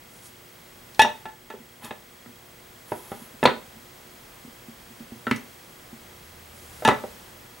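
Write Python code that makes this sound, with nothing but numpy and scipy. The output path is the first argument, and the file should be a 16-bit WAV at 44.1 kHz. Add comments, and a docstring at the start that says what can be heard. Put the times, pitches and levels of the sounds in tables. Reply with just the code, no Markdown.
"""Fitting a metal cover

A cast metal cover is worked down onto a machine housing that stands on a wooden workbench.
Loose, the cover clanks and rings; pressed home, it knocks dully and rocks the housing on the bench.
In between, hands rub the paint, the cover's rim slides and sharp edges catch with a tick.
A faint hiss and hum fill the small workshop, and a camera nearby ticks and whines."""
import sys
import numpy as np
from scipy import signal
from scipy.fft import rfft, irfft, next_fast_len
from scipy.io import wavfile
from scipy.ndimage import map_coordinates

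SR = 44100
rng = np.random.default_rng(int(sys.argv[2]) if len(sys.argv) > 2 else 0)


def int16_out(signal):
    """Quantize to a 16-bit WAV file."""
    q = np.round(np.clip(np.atleast_2d(signal).T, -1, 1) * 32767)
    wavfile.write(sys.argv[1], SR, q.astype(np.int16))


N = 335160

# The workshop's echo. Each row: frequency in Hz, fade time in seconds (the time to drop by 60 dB).
ROOM_FADE = [(100, 0.23), (250, 0.32), (1000, 0.28), (4000, 0.28), (8000, 0.24), (15000, 0.064)]
# The tone of the background hiss. Each row: frequency in Hz, strength in dB.
HISS_TONE = [(15, -42), (25, -3.5), (113, -0.5), (136, 0), (215, -1), (240, -3), (331, -5), (359, -2.5),
             (389, -6), (482, -5.5), (523, -5), (2120, -10), (3630, -13.5), (13500, -17), (15500, -17.5)]
# How wide the hiss sounds. Each row: frequency in Hz, the ears' opposite part over their shared part in dB.
HISS_WIDTH = [(60, -50), (150, -19), (380, -4), (950, -1.5), (2380, -2.5), (5980, -8), (15000, -93)]
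# The level of the background hiss, which dips after the first loud clanks and slowly recovers.
# Each row: time in seconds, level in dB.
HISS_LEVEL = [(0.0, -51), (1.2, -50), (1.33, -53), (3.26, -49.5), (6.54, -49), (6.88, -46), (7.6, -49.5)]
# Mains hum and thin electrical whines. Each row: pitch in Hz, level in dB.
HUM_NOTES = [(120, -68), (240, -67.5), (360, -64.5), (480, -68), (1920, -72), (2040, -71), (2159, -71),
             (2520, -75.5), (7881, -73)]
# A hand slides over the paint. Each row: start in seconds, length in seconds, level in dB.
HAND_RUBS = [(0.116, 0.088, -59), (0.24, 0.027, -49.5), (6.56, 0.32, -55.5)]
# The tone of rubbing skin. Each row: frequency in Hz, strength in dB.
SKIN_TONE = [(500, -33), (3000, -14), (5000, -7), (11000, -0.5), (15000, -19)]
# Sharp edges catch. Each row: start in seconds, level in dB, frequency in Hz below which the tick thins.
EDGE_TICKS = [(.9465, -43, 2800), (1.846, -36, 6000), (3.438, -26, 8000), (5.3612, -33.5, 6000)]
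# The tone of a hard edge's click. Each row: frequency in Hz, strength in dB.
CLICK_TONE = [(300, -30), (2000, 12), (5000, 7), (8000, 1), (12000, -2.5), (15500, -31)]
# The notes of the loose cover. Each row: pitch in Hz, level in dB when struck on the side,
# on the rim and on a corner, fade time in seconds.
COVER_NOTES = [(809, -17, -16, -18, .2), (879, -2, 0, -4, .24), (1340, -11, -26, -24, .22),
               (1729, -7, -5, -8, .26), (1841, -22, -24, -15, .2), (1934, -19, -17, -14, .2),
               (2567, -16, -6, -10, .18), (2804, -15, -20, -8, .14), (3235, -30, -14, -18, .11),
               (3330, -27, -17, -10, .14), (3531, -24, -13, -11, .11), (3711, -14, -22, -1, .11),
               (4420, -25, -40, -34, .08), (5600, -30, -28, -10, .17), (5770, -26, -28, -14, .14),
               (5990, -17, -25, -18, .12), (6708, -27, -25, -19, .13), (7768, -22, -19, -22, .11),
               (9787, -24, -11, -15, .1), (11090, -24, -22, -7, .1)]
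# The notes of the housing with the cover on it. Each row: pitch in Hz, level in dB, fade time in seconds.
HOUSING_NOTES = [(375, -1, 0.1), (420, 4.5, 0.072), (498, 6, 0.056), (601.4, 1.5, 0.092), (783, -1, 0.057),
                 (902, -1.5, 0.051), (988.4, -2, 0.062), (1227, -10, 0.071), (1325, 2, 0.062),
                 (1468, -13.5, 0.24), (1958, -7, 0.047), (1984, -4, 0.091), (2176, -3.5, 0.06),
                 (2370, -35, 0.035), (2824, -12, 0.2), (3685, 5, 0.033), (3870, -10, .14)]
# The casting's crowded notes blur into a clatter. Each row: frequency in Hz, strength in dB.
CLATTER_TONE = [(30, -48), (100, 8.5), (350, -4), (1000, -0.5), (2000, -0.5), (4400, -2.5), (5500, -27),
                (9000, -41), (16000, -22)]
# The notes of the wooden bench top. Each row: pitch in Hz, level in dB, fade time in seconds.
BENCH_NOTES = [(75, -20.5, 0.066), (133.4, -6.5, 0.061), (230, -6, 0.13), (239.2, -5.5, 0.084),
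               (350, -8.5, 0.049)]
# The loose cover hits the housing. Each row: start in seconds, cover ring in dB, housing knock in dB,
# bench thump in dB, hardness in Hz (higher is brighter), seconds the cover stays free,
# place struck (-1 side, 0 rim, 1 corner).
LOOSE_CLANKS = [(0.9935, -5.5, -23, -48, 5250, 0.021, 0.095), (1.018, -13, -25.5, -26, 5800, 0.017, 1),
                (1.0473, -11.5, -27, -31, 1150, 0.0085, -0.56), (1.255, -31, -38, -42, 2360, 0.044, -1.1),
                (1.502, -33.5, -40.5, -41, 3330, 0.029, -1.05),
                (1.9081, -27.5, -35.5, -35, 2400, 0.0071, 0.58),
                (2.9195, -17.5, -25.5, -30, 1170, 0.0035, -0.45),
                (3.4291, -16, -18.5, -17, 1790, 0.016, -0.087), (6.8227, -38, -35, -50, 1100, .012, -.8),
                (6.8498, -10, -26.5, -16, 5130, 0.025, -0.95),
                (6.8767, -13.5, -17.5, -13, 3380, 0.0075, -1.1)]
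# The pressed cover hits the housing. Each row: start in seconds, housing knock in dB, bench thump in dB,
# hardness in Hz, pitch in Hz of the hollow sound near the blow.
PRESSED_KNOCKS = [(1.0341, -33, -26, 1200, 600), (1.538, -42.5, -40, 900, 447),
                  (2.26, -51, -36, 1700, 1630), (3.118, -32, -31.5, 1500, 790),
                  (3.454, -13.5, -12.5, 2200, 970), (3.4569, -18, -45, 3270, 3870),
                  (3.476, -22, -26, 1300, 357), (5.2684, -26.5, -21.5, 2100, 1410),
                  (5.312, -23.5, -10.5, 3300, 2160), (6.8869, -16, -15.5, 3060, 960),
                  (6.92, -28, -27, 1190, 585), (7.0376, -27, -34.5, 680, 730)]
# Soft low thumps through the bench: mostly the housing rocking, but at 1.834 s the sliding rim starts to
# shudder. Each row: start in seconds, thump in dB, push length in seconds.
HOUSING_ROCKS = [(1.599, -38.5, .003), (1.834, -32, .006), (2.293, -38, 0.0017), (3.214, -33, .003),
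                 (3.335, -37.5, .006), (3.752, -30.5, 0.015), (4.443, -32, 0.0065), (4.476, -35, 0.0017),
                 (4.678, -28, 0.0098), (4.898, -29, 0.018), (4.999, -26, 0.0089), (5.121, -30.5, 0.00081),
                 (5.153, -35, .0055), (5.922, -27, 0.01)]
# The rim slides down the housing. Each row: start in seconds, length in seconds, hiss in dB, shudder in dB.
RIM_SLIDES = [(1.841, 0.011, -46, -38.5), (2.885, 0.38, -50, -54)]
# The tone of the sliding rim. Each row: frequency in Hz, strength in dB.
SLIDE_TONE = [(2000, -15), (7500, -8.5), (9800, -5), (11200, -1), (12800, -9), (15500, -10)]
# The rim's narrow, high notes, which make its hiss rasp. Each entry: pitch in Hz.
RIM_NOTES = [9750, 10700, 11300, 11750, 12700]
# The balance between the ears. Each row: frequency in Hz, left minus right in dB.
EAR_BALANCE = [(30, -1.3), (150, -2.2), (600, -1.1), (1300, .8), (2500, 0)]

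TIME = np.arange(N) / SR  # seconds through the whole scene
BLOW_TIME = np.arange(SR // 2) / SR  # seconds through one blow


def amp(db):
    """Turns decibels into a number to multiply by."""
    return 10 ** (np.asarray(db) / 20)


def unit(x):
    """Scales a sound to an average (rms) level of 1."""
    return x / np.sqrt(np.mean(x ** 2) + 1e-20)


def along(points, hz):
    """Reads between the rows of a frequency table, spacing octaves evenly."""
    freqs, values = np.transpose(points)
    return np.interp(np.log(hz + 1), np.log(freqs + 1), values)


def wobble(rate):
    """A smooth curve through `rate` random values a second."""
    values = rng.standard_normal(int(N * rate / SR) + 4)
    return map_coordinates(values, [TIME * rate])


def filtered(x, response):
    """Multiplies each frequency in a sound by response(hz)."""
    length = x.shape[-1]
    padded = next_fast_len(length + 8192)
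    hz = np.fft.rfftfreq(padded, 1 / SR)
    return irfft(rfft(x, padded) * response(hz), padded)[..., :length]


def noise(tone, size):
    """Noise shaped by a tone table, at an average level of 1."""
    return unit(filtered(rng.standard_normal(size), lambda hz: amp(along(tone, hz))))


def fade(t, fade_s):
    """Dies away, dropping 60 dB every fade_s seconds."""
    return np.exp(-np.log(1000) * t / fade_s)


def stroke(start_s, length_s, attack_s, release_s, sag_db_per_s=0):
    """A loudness curve that swells up to its start, holds or sags for its length, then dies away."""
    t = TIME - start_s
    edges = np.exp(np.minimum(t, 0) / attack_s - np.maximum(t - length_s, 0) / release_s)
    return edges * amp(-sag_db_per_s * np.clip(t, 0, length_s))


def ring(notes, scatter_db):
    """Struck metal rings with fading notes, at slightly new strengths for each blow."""
    hz, db, fade_s = np.transpose(notes)[:, :, None]
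    gain = amp(db + scatter_db * rng.standard_normal(hz.shape)) * rng.choice([-1, 1], hz.shape)
    return np.sum(gain * np.sin(2 * np.pi * hz * BLOW_TIME) * fade(BLOW_TIME, fade_s), axis=0)


def soften(x, hz):
    """Turns down the treble above hz, as a softer, longer contact does."""
    return signal.lfilter(*signal.butter(2, hz, fs=SR), x)


def thin(x, hz=85):
    """Turns down everything below hz: small objects give off almost no deep bass."""
    return signal.lfilter(*signal.butter(2, hz, "high", fs=SR), x)


def add(track, start_s, sound):
    """Mixes a sound into a left and right track at the given time."""
    part = track[:, round(start_s * SR):][:, :sound.shape[1]]
    part += sound[:, :part.shape[1]]


def in_room(x, echo_db):
    """Puts a sound in the middle and adds the workshop's short echo, giving left and right."""
    hz, t, spectrum = signal.stft(rng.standard_normal((2, SR // 2)), SR, nperseg=256)
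    tail = signal.istft(spectrum * fade(t, along(ROOM_FADE, hz)[:, None]), SR, nperseg=256)[1]
    echo = amp(echo_db) * tail / np.linalg.norm(tail[0])
    late = np.pad(x, (round(.004 * SR), 0))  # the echo starts 4 ms later
    middle, side = signal.fftconvolve(late[None], echo, axes=1)[:, :len(x)]
    side = amp(-5) * soften(side, hz=4500)
    return np.array([x + middle + side, x + middle - side])


def hiss_and_hum():
    """A background hiss dips and recovers, the mains hum, and a low drone swells once near the end."""
    hiss = noise(HISS_TONE, N) * amp(0.099 * wobble(4.6))
    side = filtered(noise(HISS_TONE, N), lambda hz: amp(along(HISS_WIDTH, hz)))
    hiss_db = np.interp(TIME, *np.transpose(HISS_LEVEL))
    hum = sum(amp(db) * np.sqrt(2) * np.sin(2 * np.pi * hz * TIME + 0.076 * wobble(4.02))
              for hz, db in HUM_NOTES)
    swell = stroke(start_s=6.32, length_s=.4, attack_s=0.29, release_s=0.63)
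    drone = amp(-55.5) * swell * np.sqrt(2) * np.sin(2 * np.pi * 80 * TIME + wobble(21))
    return amp(hiss_db) * np.array([hiss + side, hiss - side]) + hum + drone


def camera(frame_hz=29.97):
    """The camera's mechanism ticks faintly once a frame, and its high whine flutters twice a frame."""
    since_frame = (TIME + 0.016) % (1 / frame_hz)
    swell = np.exp(-((since_frame - .008) / 0.0035) ** 2)
    ticks = amp(-54.5 + wobble(28)) * swell * np.sin(2 * np.pi * 3270 * since_frame)
    flutter = 1 + 0.26 * np.sin(2 * np.pi * 2 * frame_hz * TIME)
    whine = amp(-57) * flutter * np.sin(2 * np.pi * 525 * frame_hz * TIME)
    return ticks + whine


def hand_rubbing():
    """Skin hisses unevenly as it slides over the paint."""
    level = sum(amp(db) * stroke(start_s, length_s, attack_s=0.017, release_s=0.026)
                for start_s, length_s, db in HAND_RUBS)
    skin = level * amp(1.8 * wobble(70)) * noise(SKIN_TONE, N)
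    return in_room(skin, echo_db=-13)


def edge_click():
    """A hard edge makes a short, bright burst of noise."""
    level = fade(BLOW_TIME, 0.034) + amp(-4) * fade(BLOW_TIME, 0.022)
    return noise(CLICK_TONE, len(BLOW_TIME)) * level


def edge_ticking():
    """An edge catches and lets go without moving the housing; the finer the edge, the thinner its tick."""
    out = np.zeros((2, N))
    for start_s, db, low_hz in EDGE_TICKS:
        tick = amp(db) * thin(edge_click(), low_hz)
        add(out, start_s, in_room(tick, echo_db=-7))
    return out


def cover_ring(free_s, place):
    """The place of the blow sets how strong each note is; the ring is choked when the cover lands again."""
    notes = [(hz, np.interp(place, [-1, 0, 1], [side, rim, corner]), fade_s)
             for hz, side, rim, corner, fade_s in COVER_NOTES]
    rise = 1 - np.exp(-BLOW_TIME / .0012)
    choke = fade(np.maximum(BLOW_TIME - free_s, 0), 0.014)
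    return ring(notes, scatter_db=1) * rise * choke


def housing_knock(hollow_hz):
    """Short notes sound under a sharp crack and a clatter; the metal near the blow adds a hollow tone."""
    body = amp(-8.5) * ring(HOUSING_NOTES, scatter_db=1.5)
    crack_and_clatter = amp(2) * fade(BLOW_TIME, 0.015) + amp(-4.5) * fade(BLOW_TIME, 0.089)
    knock = body + noise(CLATTER_TONE, len(BLOW_TIME)) * crack_and_clatter
    hollow = signal.lfilter(*signal.iirpeak(hollow_hz, Q=3.5, fs=SR), knock)
    return knock + amp(7) * hollow


def bench_thump(push_s):
    """The bench top's low notes, all pushed the same way, swell over the length of the push."""
    wood = sum(amp(db) * np.sin(2 * np.pi * hz * BLOW_TIME) * fade(BLOW_TIME, fade_s)
               for hz, db, fade_s in BENCH_NOTES)
    return wood * (1 - np.exp(-(BLOW_TIME / push_s) ** 2))


def blow(ring_db, knock_db, thump_db, hard_hz, free_s, place, hollow_hz):
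    """One blow rings the cover, knocks the housing, thumps the bench and clicks at the edge."""
    metal = amp(ring_db) * cover_ring(free_s, place) + amp(knock_db) * housing_knock(hollow_hz)
    bench = amp(thump_db) * bench_thump(push_s=0.0018)
    click_db = knock_db - 10.5 + 17 * np.log2(hard_hz / 3000)  # harder blows click more
    click = amp(click_db) * edge_click()
    return in_room(thin(soften(metal, hard_hz) + bench + click), echo_db=-10)


def loose_clanking():
    """The loose cover strikes the housing and rings freely until it lands again."""
    out = np.zeros((2, N))
    for start_s, *settings in LOOSE_CLANKS:
        add(out, start_s, blow(*settings, hollow_hz=710))
    return out


def pressed_knocking(tips_above_db=-17, bounce_loss_db=11):
    """The held cover knocks dully; a heavy knock tips the housing, which settles in two weaker bounces."""
    out = np.zeros((2, N))
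    for start_s, knock_db, thump_db, hard_hz, hollow_hz in PRESSED_KNOCKS:
        bounces = 2 if knock_db > tips_above_db else 0
        for k in range(1 + bounces):
            ring_db = knock_db - 16  # a held cover rings little
            sound = blow(ring_db, knock_db, thump_db, hard_hz, free_s=.005, place=.2, hollow_hz=hollow_hz)
            add(out, start_s, sound)
            start_s += .02 * .85 ** k  # each hop is shorter than the last
            knock_db -= bounce_loss_db
            thump_db -= bounce_loss_db
            hard_hz, hollow_hz = 1800, 1990  # the tone of the housing falling back
    return out


def housing_rocking():
    """Soft low thumps through the bench, mostly from hand pressure tipping the housing, once as the rim starts
    to shudder."""
    out = np.zeros((2, N))
    for start_s, db, push_s in HOUSING_ROCKS:
        thump = thin(amp(db) * bench_thump(push_s))
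        add(out, start_s, in_room(thump, echo_db=-17.5))
    return out


def rim_rasp(width_hz=110):
    """The rim's narrow, high notes colour the noise of rubbing metal."""
    def boost(hz):
        peaks = sum(1 / (1 + ((hz - note_hz) / width_hz) ** 2) for note_hz in RIM_NOTES)
        return 1 + amp(-3) * peaks
    return unit(filtered(noise(SLIDE_TONE, N), boost))


def rim_sliding():
    """The sliding rim hisses, and its tiny slips make the cover shudder; both fade as the cover slows."""
    slides = np.array([stroke(start_s, length_s, attack_s=0.013, release_s=0.03, sag_db_per_s=8)
                       for start_s, length_s, _, _ in RIM_SLIDES])
    _, _, hiss_db, shudder_db = np.transpose(RIM_SLIDES)
    hiss = amp(hiss_db) @ slides * amp(1.1 * wobble(120)) * rim_rasp()
    gripped_metal = cover_ring(free_s=0, place=0.31) + amp(-20) * housing_knock(hollow_hz=905)
    slips = rng.standard_normal(N) ** 3  # many small slips and a few big ones
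    shaking = signal.fftconvolve(slips, soften(gripped_metal, hz=3140))[:N]
    shudder = amp(shudder_db) @ slides * unit(shaking)
    return in_room(hiss + shudder, echo_db=-13)


def scene():
    """All the sounds together, heard from close by."""
    return (hiss_and_hum() + camera() + hand_rubbing() + edge_ticking()
            + loose_clanking() + pressed_knocking() + housing_rocking() + rim_sliding())


def record(dry):
    """Gives the right side a little more bass, rounds off loud peaks and cuts the highest treble."""
    balanced = filtered(dry, lambda hz: amp(np.outer([.5, -.5], along(EAR_BALANCE, hz))))
    rounded = balanced / (1 + np.abs(balanced) ** 8) ** (1 / 8)
    return filtered(rounded, lambda hz: hz < 15850)


dry = scene()
out = record(dry)
int16_out(out)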